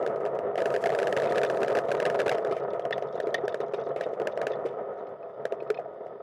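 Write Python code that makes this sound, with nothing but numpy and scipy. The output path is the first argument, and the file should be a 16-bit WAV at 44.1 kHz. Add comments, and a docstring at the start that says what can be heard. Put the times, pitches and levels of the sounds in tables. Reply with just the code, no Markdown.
"""Tyres drum on small paving and then cobbles; a cased camera clamped to the bicycle hears it through the frame.
Random bumps through the frame make the drumming; stone edges add short thuds, ringing and a boom of the housing.
Filtered cracks make crunching grit, uneven noise a faint treble hiss; struck modes make loose metal chatter.
The strongest booms overload the microphone into a dry, clicking rattle; the ride slows down and grows quiet."""
import sys
import numpy as np
from scipy import signal
from scipy.fft import rfft, irfft
from scipy.io import wavfile
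from scipy.ndimage import uniform_filter1d

SR = 44100
rng = np.random.default_rng(int(sys.argv[2]) if len(sys.argv) > 2 else 0)


def store_pcm(level_fs):
    """Save levels as 16-bit WAV."""
    pcm = np.round(np.clip(level_fs, -1, 1) * 32767).astype(np.int16)
    wavfile.write(sys.argv[1], SR, np.atleast_2d(pcm).T)


N = 274302
TIME = np.arange(N) / SR
# time axis of one hit, in s; the contact is at 0
HIT = np.arange(-256, 6000) / SR


def undb(db):
    """Decibels to gain."""
    return 10 ** (np.asarray(db) / 20)


def unit_rms(x):
    """Scale to an rms of 1."""
    return x / np.sqrt(np.mean(x ** 2))


def envelope(x, size):
    """Amplitude, smoothed over size samples."""
    power = np.abs(signal.hilbert(x)) ** 2
    return np.sqrt(np.abs(uniform_filter1d(power, size)))


def unit_peak(x):
    """Scale to a short-term peak of 1."""
    return x / envelope(x, size=32).max()


def response(points, bumps=(), size=8192):
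    """Causal (minimum-phase) impulse response of a smooth spectrum with resonances on top."""
    hz = np.maximum(np.fft.rfftfreq(size, 1 / SR), 1)
    point_hz, point_db = np.transpose(points)
    db = np.interp(np.log(hz), np.log(point_hz), point_db)
    for centre, width, gain in bumps:
        db = db + gain / (1 + (2 * (hz - centre) / width) ** 2)
    # folding the cepstrum puts all the energy after the impulse
    cepstrum = irfft(np.log(undb(db)))
    cepstrum[1:size // 2] *= 2
    cepstrum[size // 2 + 1:] = 0
    return irfft(np.exp(rfft(cepstrum)))


def through(x, body):
    """Send a force through a body."""
    return signal.fftconvolve(x, body)[:len(x)]


def add(out, s, hit):
    """Mix a hit in with its contact at time s."""
    start = int((s + HIT[0]) * SR)
    hit = hit[max(-start, 0):]
    part = out[max(start, 0):][:len(hit)]
    part += hit[:len(part)]


def random_bumps(per_s, spread_db):
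    """Sparse impulses of either sign at random moments, with scattered sizes."""
    sizes = undb(spread_db * np.minimum(rng.exponential(size=N), 4)) * rng.choice([-1, 1], N)
    return sizes * (rng.random(N) < per_s / SR)


# Path along frame and housing to the microphone: (f/Hz, level/dB)
FRAME_PATH = [(30, -35.5), (60, -28.5), (110, -14.5), (290, -15.5), (390, -7.5), (550, 1), (700, -6.5),
              (820, -16), (1100, -16), (1500, -24), (1850, -36), (2300, -38.5), (4800, -76), (7000, -86),
              (12000, -104)]
# Resonances and dips of frame and housing on top of that: (f/Hz, width/Hz, level/dB)
HOUSING_RESONANCES = [(139, 14, 10), (195, 40, 3), (410, 34, 7), (495, 30, 2), (668, 24, 6), (823, 25, 5),
                      (944, 42, 7), (1265, 90, 10), (1610, 130, -8), (1820, 240, 6), (2420, 350, -6),
                      (2800, 90, -6), (3020, 200, 5), (3485, 130, 8), (3715, 110, 6), (4700, 160, 4),
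                      (5120, 160, 4)]


def frame_response():
    """Frame and housing carry vibration to the microphone, favouring some pitches."""
    return response(FRAME_PATH, HOUSING_RESONANCES)


# Drumming along the ride, before the bounce: (t/s, level/dB)
DRUMMING = [(0.0, -27.5), (0.57, -29.5), (0.94, -26.5), (1.28, -25.5), (1.8, -26), (2.2, -28.5),
            (2.67, -31), (3.48, -33.5), (3.83, -34.5), (4.04, -33.5), (4.61, -31.5), (4.87, -34),
            (5.08, -36), (5.21, -42), (5.67, -38), (6.22, -44.5)]


def tyres(frame, give=1.97):
    """Small random bumps drum on the frame; the soft tyres round off the largest."""
    drum = unit_rms(through(random_bumps(per_s=900, spread_db=-0.5), frame))
    drum = unit_rms(drum / (1 + (envelope(drum, size=200) / give) ** 4) ** (1 / 4))
    return drum * undb(np.interp(TIME, *np.transpose(DRUMMING)))


def bounce(rate_hz=7.55, width_hz=5, depth_db=3.0):
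    """The bicycle bounces on its tyres, so the drumming comes in lumps."""
    hz = np.fft.rfftfreq(N, 1 / SR)
    band = np.exp(-((hz - rate_hz) / width_hz) ** 2)
    load = irfft(rfft(rng.standard_normal(N)) * band, N)
    return unit_rms(undb(depth_db * np.tanh(unit_rms(load))))


# Single stone edges placed by time, from soft to hard, levels relative:
# (t/s, thud level/dB, thud f/Hz, ring level/dB)
PLACED_EDGES = [(0.0278, -18.5, 530, -33), (0.065, -13, 520, -33), (0.076, -17, 525, -42),
                (0.161, -19, 530, -29), (0.2035, -18.5, 530, -30), (0.2532, -17, 535, -29),
                (0.263, -16, 596, -26), (0.3475, -17.5, 540, -35), (0.39, -16.5, 530, -42),
                (0.5572, -16, 574, -41), (0.5783, -16.5, 600, -19.5), (0.5919, -16, 550, -34),
                (0.605, -18, 550, -32), (0.616, -18.5, 550, -16), (0.6584, -9.5, 542, -21),
                (0.7045, -16, 527, -29), (0.742, -13.5, 500, -19), (0.7639, -13, 574, -22.5),
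                (0.8408, -11.5, 575, -22.5), (0.8594, -13, 670, -17), (0.8714, -11, 530, -32),
                (0.8937, -17, 640, -23), (0.9034, -16.5, 580, -45), (0.9503, -12, 568, -32),
                (0.9896, -8, 484, -19.5), (1.0009, -14, 554, -53), (1.0159, -18.5, 563, -18),
                (1.0305, -10.5, 528, -22), (1.0723, -10.5, 556, -26.5), (1.1275, -10, 598, -20),
                (1.1674, -9.5, 564, -14), (1.2009, -16, 580, -37), (1.2215, -15, 547, -46),
                (1.3041, -18.5, 560, -18.5), (1.3235, -13.5, 590, -20.5), (1.3586, -13, 557, -17.5),
                (1.3708, -16, 520, -14.5), (1.3822, -9.5, 549, -32), (1.4049, -17.5, 557, -24),
                (1.4168, -12, 540, -38), (1.4345, -6.5, 500, -15.5), (1.4497, -10.5, 560, -39),
                (1.5006, -12, 540, -19.5), (1.5735, -15.5, 520, -33), (1.6164, -17.5, 523, -18),
                (1.6326, -9, 523, -27.5), (1.6478, -17.5, 580, -38), (1.6825, -12.5, 520, -32),
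                (1.6951, -21.5, 550, -20), (1.7528, -10, 538, -17), (1.7718, -10.5, 580, -17),
                (1.7887, -13, 560, -23), (1.8863, -18, 554, -20), (1.9071, -17.5, 550, -36),
                (1.9174, -11, 510, -22), (1.9701, -16.5, 536, -34), (2.0023, -9, 565, -46),
                (2.0547, -7, 554, -19), (2.0638, -11, 620, -17), (2.1011, -10, 546, -24),
                (2.192, -14, 550, -15), (2.203, -9, 548, -19), (2.2176, -13, 503, -49),
                (2.2816, -8, 510, -46), (2.2955, -5, 544, -50), (2.3166, -12.5, 700, -14),
                (2.3467, -16.5, 560, -19), (2.3841, -15.5, 550, -25.5), (2.4494, -15.5, 502, -23),
                (2.4609, -20.5, 580, -23.5), (2.5121, -15.5, 432, -24.5), (2.521, -25.5, 460, -18),
                (2.5677, -17, 560, -38), (2.735, -18, 515, -43), (2.7965, -17.5, 573, -40.5),
                (2.8533, -17, 587, -34), (2.9096, -15.5, 563, -28), (2.9815, -17, 610, -31),
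                (3.0247, -17.5, 560, -30), (3.1557, -18.0, 520, -28.5), (3.2028, -14, 565, -32),
                (3.272, -16, 430, -22.5), (3.2847, -23.5, 450, -29), (3.3446, -15, 620, -21),
                (3.4814, -12.5, 537, -35), (3.5451, -13.5, 532, -27), (3.6047, -16, 470, -25),
                (3.7377, -17, 500, -20), (3.9628, -17.5, 536, -27.5), (4.0115, -13.5, 565.4, -36.5),
                (4.1332, -18, 500, -41), (4.2003, -16.5, 530, -20.5), (4.2143, -18, 440.6, -19.5),
                (4.2734, -10, 549, -24), (4.376, -15.5, 568, -39), (4.4164, -13.5, 540, -27),
                (4.4703, -9.5, 534, -27.5), (4.6526, -14.5, 466, -28), (4.6625, -17.5, 516, -28.5),
                (5.4549, -14, 538, -29.5), (5.524, -17, 524, -27), (5.6243, -22.5, 484, -40),
                (5.7035, -13, 503, -31.5), (5.79, -20.5, 629, -27.5), (6.0628, -26.5, 584, -46)]


def lift(depth=.6, width_s=.005, lead_s=.0012):
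    """The tyre unloads for an instant as it meets a placed stone edge."""
    gaps = np.zeros(N)
    middle = HIT.mean()
    dip = np.exp(-((HIT - middle) / width_s) ** 2)
    for s, *_ in PLACED_EDGES:
        add(gaps, s - lead_s - middle, dip)
    return 1 - depth * np.minimum(gaps, 1)


def knocks(frame, edges, ring_s, thud_gain_db, ring_gain_db, boom_db, thud_s=0.002, boom_hz=420, boom_s=0.0051):
    """Each stone gives a thud of a few cycles and leaves the frame ringing and the housing booming."""
    out = np.zeros(N)
    after = (HIT > thud_s) * np.exp(-np.abs(HIT) / ring_s)
    swell = np.clip(HIT / (2 * thud_s), 0, 1) * np.exp(-np.abs(HIT) / boom_s)
    for s, thud_db, hz, ring_db in edges:
        phase = rng.uniform(0, 2 * np.pi)
        noise = rng.standard_normal(len(HIT))
        thud = np.exp(-(HIT / thud_s) ** 2) * np.cos(2 * np.pi * hz * HIT + phase)
        boom = undb(boom_db) * swell * np.cos(2 * np.pi * boom_hz * HIT + phase)
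        ring = unit_peak(through(noise * after, frame)) + boom
        add(out, s, undb(thud_db + thud_gain_db) * thud + undb(ring_db + ring_gain_db) * ring)
    return out


# The ground, from slabs over small paving and cobbles to a smooth patch and slow cobbles, levels relative:
# (start t/s, edges per second/Hz, thud level/dB, jiggle level/dB)
SURFACES = [(0, 12.3, -21, -79), (0.559, 23.6, -22, -66), (.97, 29, -19, -54), (1.85, 25, -5, -58),
            (2.4, 17.6, -11.5, -62), (3.95, 15, -8.5, -67), (4.559, 10.9, -25.5, -76),
            (5.099, 13, -24.5, -84)]


def stone_edges(jitter=0.27, thud_hz=519, thud_scatter=0.14, ring_db=-14, count=80):
    """Ordinary edges at the uneven spacing of each surface, with columns as in PLACED_EDGES."""
    edges, placed = [], np.array(PLACED_EDGES)[:, 0]
    ends = [row[0] for row in SURFACES[1:]] + [N / SR]
    for (start, per_s, thud_db, _), end in zip(SURFACES, ends):
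        early, detune = rng.standard_normal((2, count))
        # jitter is a share of the spacing, thud_scatter a share of the pitch
        times = start + (np.arange(count) + .5 + jitter * early) / per_s
        pitches = thud_hz * (1 + thud_scatter * detune)
        for s, hz in zip(times, pitches):
            # a placed edge takes the place of an ordinary one near to it
            if start < s < end and np.abs(placed - s).min() > .5 / per_s:
                edges.append((s, thud_db, hz, thud_db + ring_db))
    return edges


def cushion(x, give_db=-15.0):
    """The tyres soak up the largest ordinary bumps, so fewer of them clack."""
    return x / (1 + (envelope(x, size=100) / undb(give_db)) ** 6) ** (1 / 6)


# Drops into a joint that leave the housing booming: (t/s, level/dB, f/Hz)
JOINT_DROPS = [(2.301, -24.5, 417), (2.312, -28, 135), (2.636, -22, 634), (3.436, -23, 386),
               (3.890, -26, 416), (4.333, -22, 564), (4.651, -15, 480), (5.268, -33, 664),
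               (5.703, -14, 430), (5.858, -27.5, 640)]


def booms(attack_s=0.0023, decay_s=0.011):
    """The housing rings on at one low pitch for a few hundredths of a second."""
    out = np.zeros(N)
    swell = np.clip(HIT / attack_s, 0, 1) * np.exp(-np.abs(HIT) / decay_s)
    for s, level_db, hz in JOINT_DROPS:
        add(out, s, undb(level_db) * swell * np.sin(2 * np.pi * hz * HIT))
    return out


def grit(bursts, body, gain_db, attack_s=0.0009):
    """Grit is crushed under the tyre in a dense shower of tiny cracks that dies away."""
    pressure = np.zeros(N)
    for s, level_db, decay_s in bursts:
        push = np.clip(HIT / attack_s, 0, 1) * np.exp(-np.abs(HIT) / decay_s)
        add(pressure, s, undb(level_db) * push)
    cracks = unit_rms(random_bumps(per_s=1500, spread_db=1.5))
    return undb(gain_db) * through(cracks * pressure, body / np.linalg.norm(body))


# Colour of grit crushed by a knock: (f/Hz, relative level/dB)
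CRUNCH_COLOUR = [(700, -6), (1650, 7), (2200, -1.5), (2800, -6), (3600, -18), (5200, -17), (7500, -23),
                 (12000, -31.5)]


def crunches(decay_s=.013):
    """Every placed edge crushes grit in a short crunch, in proportion to its thud."""
    bursts = [(s, thud_db, decay_s) for s, thud_db, *_ in PLACED_EDGES]
    return grit(bursts, response(CRUNCH_COLOUR), gain_db=-34)


# The tyre scrunches over loose grit, levels relative: (t/s, level/dB, decay t/s)
SCRUNCHES = [(0.578, -35, 0.01), (1.168, -46, 0.033), (1.37, -57, 0.021), (1.755, -61, 0.026),
             (2.055, -48, 0.051), (2.285, -49, 0.042), (2.316, -52.5, 0.04), (2.51, -48, 0.039),
             (2.568, -51, 0.019), (3.735, -49.5, 0.021), (3.962, -50.5, 0.032), (4.008, -48, 0.027),
             (4.274, -56, .02), (4.415, -46.5, 0.018), (4.472, -50.5, 0.023), (4.655, -54.5, 0.042)]
# Colour of the loose grit: (f/Hz, relative level/dB)
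GRIT_COLOUR = [(700, -19), (1500, -3.5), (2300, 15), (3600, -8.5), (5200, -11), (7500, -18), (12000, -25)]


def scrunches():
    """Loose grit cracks under the tyre and is heard through the housing."""
    return grit(SCRUNCHES, response(GRIT_COLOUR, HOUSING_RESONANCES), gain_db=-1.5)


# The loose metal part striking: (t/s, level/dB, tilt/dB per octave)
CHATTERS = [(1.259, -48, 16), (1.293, -39.5, 16), (1.461, -40, 7), (2.926, -23, 3), (2.957, -51, 5),
            (3.1766, -47, 7), (3.343, -18.5, 3), (3.379, -40, -6.5), (3.490, -42.5, 15), (3.523, -47, 12),
            (3.613, -45.5, 13), (3.742, -39.5, 16), (3.794, -52, 10), (3.812, -49, 16), (4.036, -41.5, 13),
            (4.321, -48.5, 14), (4.506, -52, 2), (4.518, -41.5, 16), (4.5335, -39.5, 1.5),
            (4.686, -51.5, 7.5)]
# Modes of the loose metal part: (f/Hz, relative level/dB, t60/s)
METAL = [(1875, 0, .035), (2015, -4, .025), (2690, -10, .016), (2998, -6, .025), (3485, -5, .045),
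         (3715, -6, .045), (4200, -11, .02), (4622, -9, .025), (5080, -7, .022), (5650, -8, .02),
         (6150, -7, .016)]
# A second, lighter part that rattles: (t/s, level/dB, tilt/dB per octave)
RATTLES = [(1.236, -41, 6), (1.275, -40, 2), (1.349, -42, 6), (5.070, -54.5, 8), (5.228, -58, 0),
           (5.603, -45.5, -2), (5.674, -61, 8), (5.744, -42, 4), (5.773, -43, -3)]
# Modes of the lighter part: (f/Hz, relative level/dB, t60/s)
LIGHT_METAL = [(2550, 0, .02), (3050, -9, .01), (3600, -4, .009), (4200, -13, .06), (5150, -3, .013)]
# Path from the strikes of loose parts to the microphone: (f/Hz, relative level/dB)
CONTACT_PATH = [(600, -17), (1700, 9.5), (3700, 0), (5500, -14.5), (7500, -29.5), (12000, -43)]


def chatters(strikes, part, bounce_s=0.0013, scrape_s=0.018, scrape_db=-17, count=5):
    """A loose part strikes, bounces unevenly a few times, each time softer, and scrapes to rest."""
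    out = np.zeros(N)
    hz, db, t60 = np.array(part).T[:, :, None]
    contact = response(CONTACT_PATH)
    for s, level_db, tilt_db in strikes:
        ring = np.zeros(len(HIT))
        level = undb(db + tilt_db * np.log2(hz / hz[0]))
        lags = np.append(0, np.cumsum(bounce_s * rng.uniform(.5, 1.5, count - 1)))
        for k, lag in enumerate(lags):
            # each bounce lands on another spot, which shifts and reweights the modes
            shift = 1 + .009 * rng.standard_normal(hz.shape)
            weight = 1 + .3 * rng.standard_normal(hz.shape)
            age = np.maximum(HIT - lag, 0)
            modes = level * weight * np.sin(2 * np.pi * hz * shift * age)
            fade = np.exp(-np.log(1000) * age / t60)
            ring += .85 ** k * (modes * fade).sum(0)
        scrape = rng.standard_normal(len(HIT)) * (HIT > 0) * np.exp(-np.abs(HIT) / scrape_s)
        strike = through(unit_peak(ring) + undb(scrape_db) * scrape, contact)
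        add(out, s, undb(level_db) * unit_peak(strike))
    return out


def jiggles(per_s=60, spread_db=4, ring_share=0.96, centre_hz=3400, fall_db_per_octave=4, count=600):
    """Loose parts jiggle at random, at the level of each surface, each touch with its own pitch and modes."""
    out, age = np.zeros(N), np.maximum(HIT[:2000], 0)
    hz, db, t60 = np.array(METAL).T[:, :, None]
    db = db - fall_db_per_octave * np.abs(np.log2(hz / centre_hz))
    fades = undb(db) * np.exp(-np.log(1000) * age / (ring_share * t60))
    starts, *_, levels = np.transpose(SURFACES)
    times = np.cumsum(rng.exponential(size=count)) / per_s
    for s in times[times < N / SR]:
        size, pitch, *spot = rng.standard_normal(len(hz) + 2)
        surface = max(np.searchsorted(starts, s) - 1, 0)
        modes = fades * np.sin(2 * np.pi * hz * (1 + .07 * pitch) * age)
        add(out, s, undb(levels[surface] + spread_db * min(size, 2)) * (spot @ modes))
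    return out


# Uneven treble hiss along the ride: (t/s, level/dB)
TREBLE_LEVEL = [(0, -71), (.54, -83), (.6, -58), (1.3, -56.5), (2.1, -64.5), (2.7, -81), (4.5, -79),
                (4.8, -85.5), (6.22, -95)]
# Colour of the treble hiss: (f/Hz, relative level/dB)
TREBLE_COLOUR = [(600, -32), (1700, 9), (3500, -7), (4400, -7.5), (8000, -10.5), (12000, -17)]


def treble_hiss(flutter_db=4):
    """A faint uneven treble hiss between the knocks, mostly on the small paving."""
    flutter = undb(flutter_db * rng.standard_normal(N // 300 + 1))
    # each level lasts 300 samples; the smoothing softens the steps
    flutter = uniform_filter1d(np.repeat(flutter, 300), size=130)[:N]
    hiss = unit_rms(through(flutter * rng.standard_normal(N), response(TREBLE_COLOUR)))
    return hiss * undb(np.interp(TIME, *np.transpose(TREBLE_LEVEL)))


# Colour of the steady hiss, before the housing: (f/Hz, relative level/dB)
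AIR_COLOUR = [(1000, -4.5), (1900, 12.5), (2300, 4), (3500, 4), (4300, -9), (4900, -2.5), (5600, -14.5),
              (7000, -25.5), (12000, -14.5)]


def air(level_db=-79):
    """A faint steady hiss under everything, coloured by the housing."""
    hiss = through(rng.standard_normal(N), response(AIR_COLOUR, HOUSING_RESONANCES))
    return undb(level_db) * unit_rms(hiss)


def scene():
    """Frame and mount bring it all to the microphone at no distance, so it is dry."""
    frame = frame_response()
    ordinary = knocks(frame, stone_edges(), ring_s=0.012, thud_gain_db=-12.0, ring_gain_db=4.5, boom_db=-5.0)
    placed = knocks(frame, PLACED_EDGES, ring_s=0.011, thud_gain_db=1.0, ring_gain_db=1.0, boom_db=-1.0)
    rolling = tyres(frame) * bounce() + ordinary
    shake = cushion(rolling) * lift() + placed
    ground = crunches() + scrunches() + treble_hiss()
    loose = chatters(CHATTERS, METAL) + chatters(RATTLES, LIGHT_METAL) + jiggles()
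    return (shake + booms() + ground + loose + air())[None]


def overload(x, limit_db=-17.5, sag=0.49):
    """The microphone cannot follow the crests: they flatten and cave in, which turns a thud into a clack."""
    excess = np.maximum(np.abs(x) / undb(limit_db), 1)
    return x / excess * (1 - sag * (1 - 1 / excess))


def gain_control(x, rest_db=-35, slope=0.33, follow_s=0.28):
    """The gain creeps up when the ride gets quiet."""
    step, rest = 1 / (follow_s * SR), undb(rest_db)
    level = rest + signal.lfilter([step], [1, step - 1], np.abs(x) - rest)
    return x * np.maximum(rest / level, 1) ** slope


# The camera holds back the boom of the housing and lifts the treble: (f/Hz, level/dB)
CAMERA_TONE = [(30, -25), (70, -11), (150, -7), (300, -4.5), (400, 0.5), (570, -4), (700, 1.5), (850, -2.5),
               (1100, -5), (1700, 2), (3000, 2), (6000, 3), (12000, 2.5)]


def record(dry, top_hz=12300):
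    """Overload, tone, gain control and the cut at the top; the treble lift makes flattened crests spiky."""
    toned = through(overload(dry[0]), response(CAMERA_TONE))
    top_cut = signal.ellip(8, .2, 70, top_hz, fs=SR, output="sos")
    return signal.sosfilt(top_cut, gain_control(toned))[None]


dry = scene()
out = record(dry)
store_pcm(out)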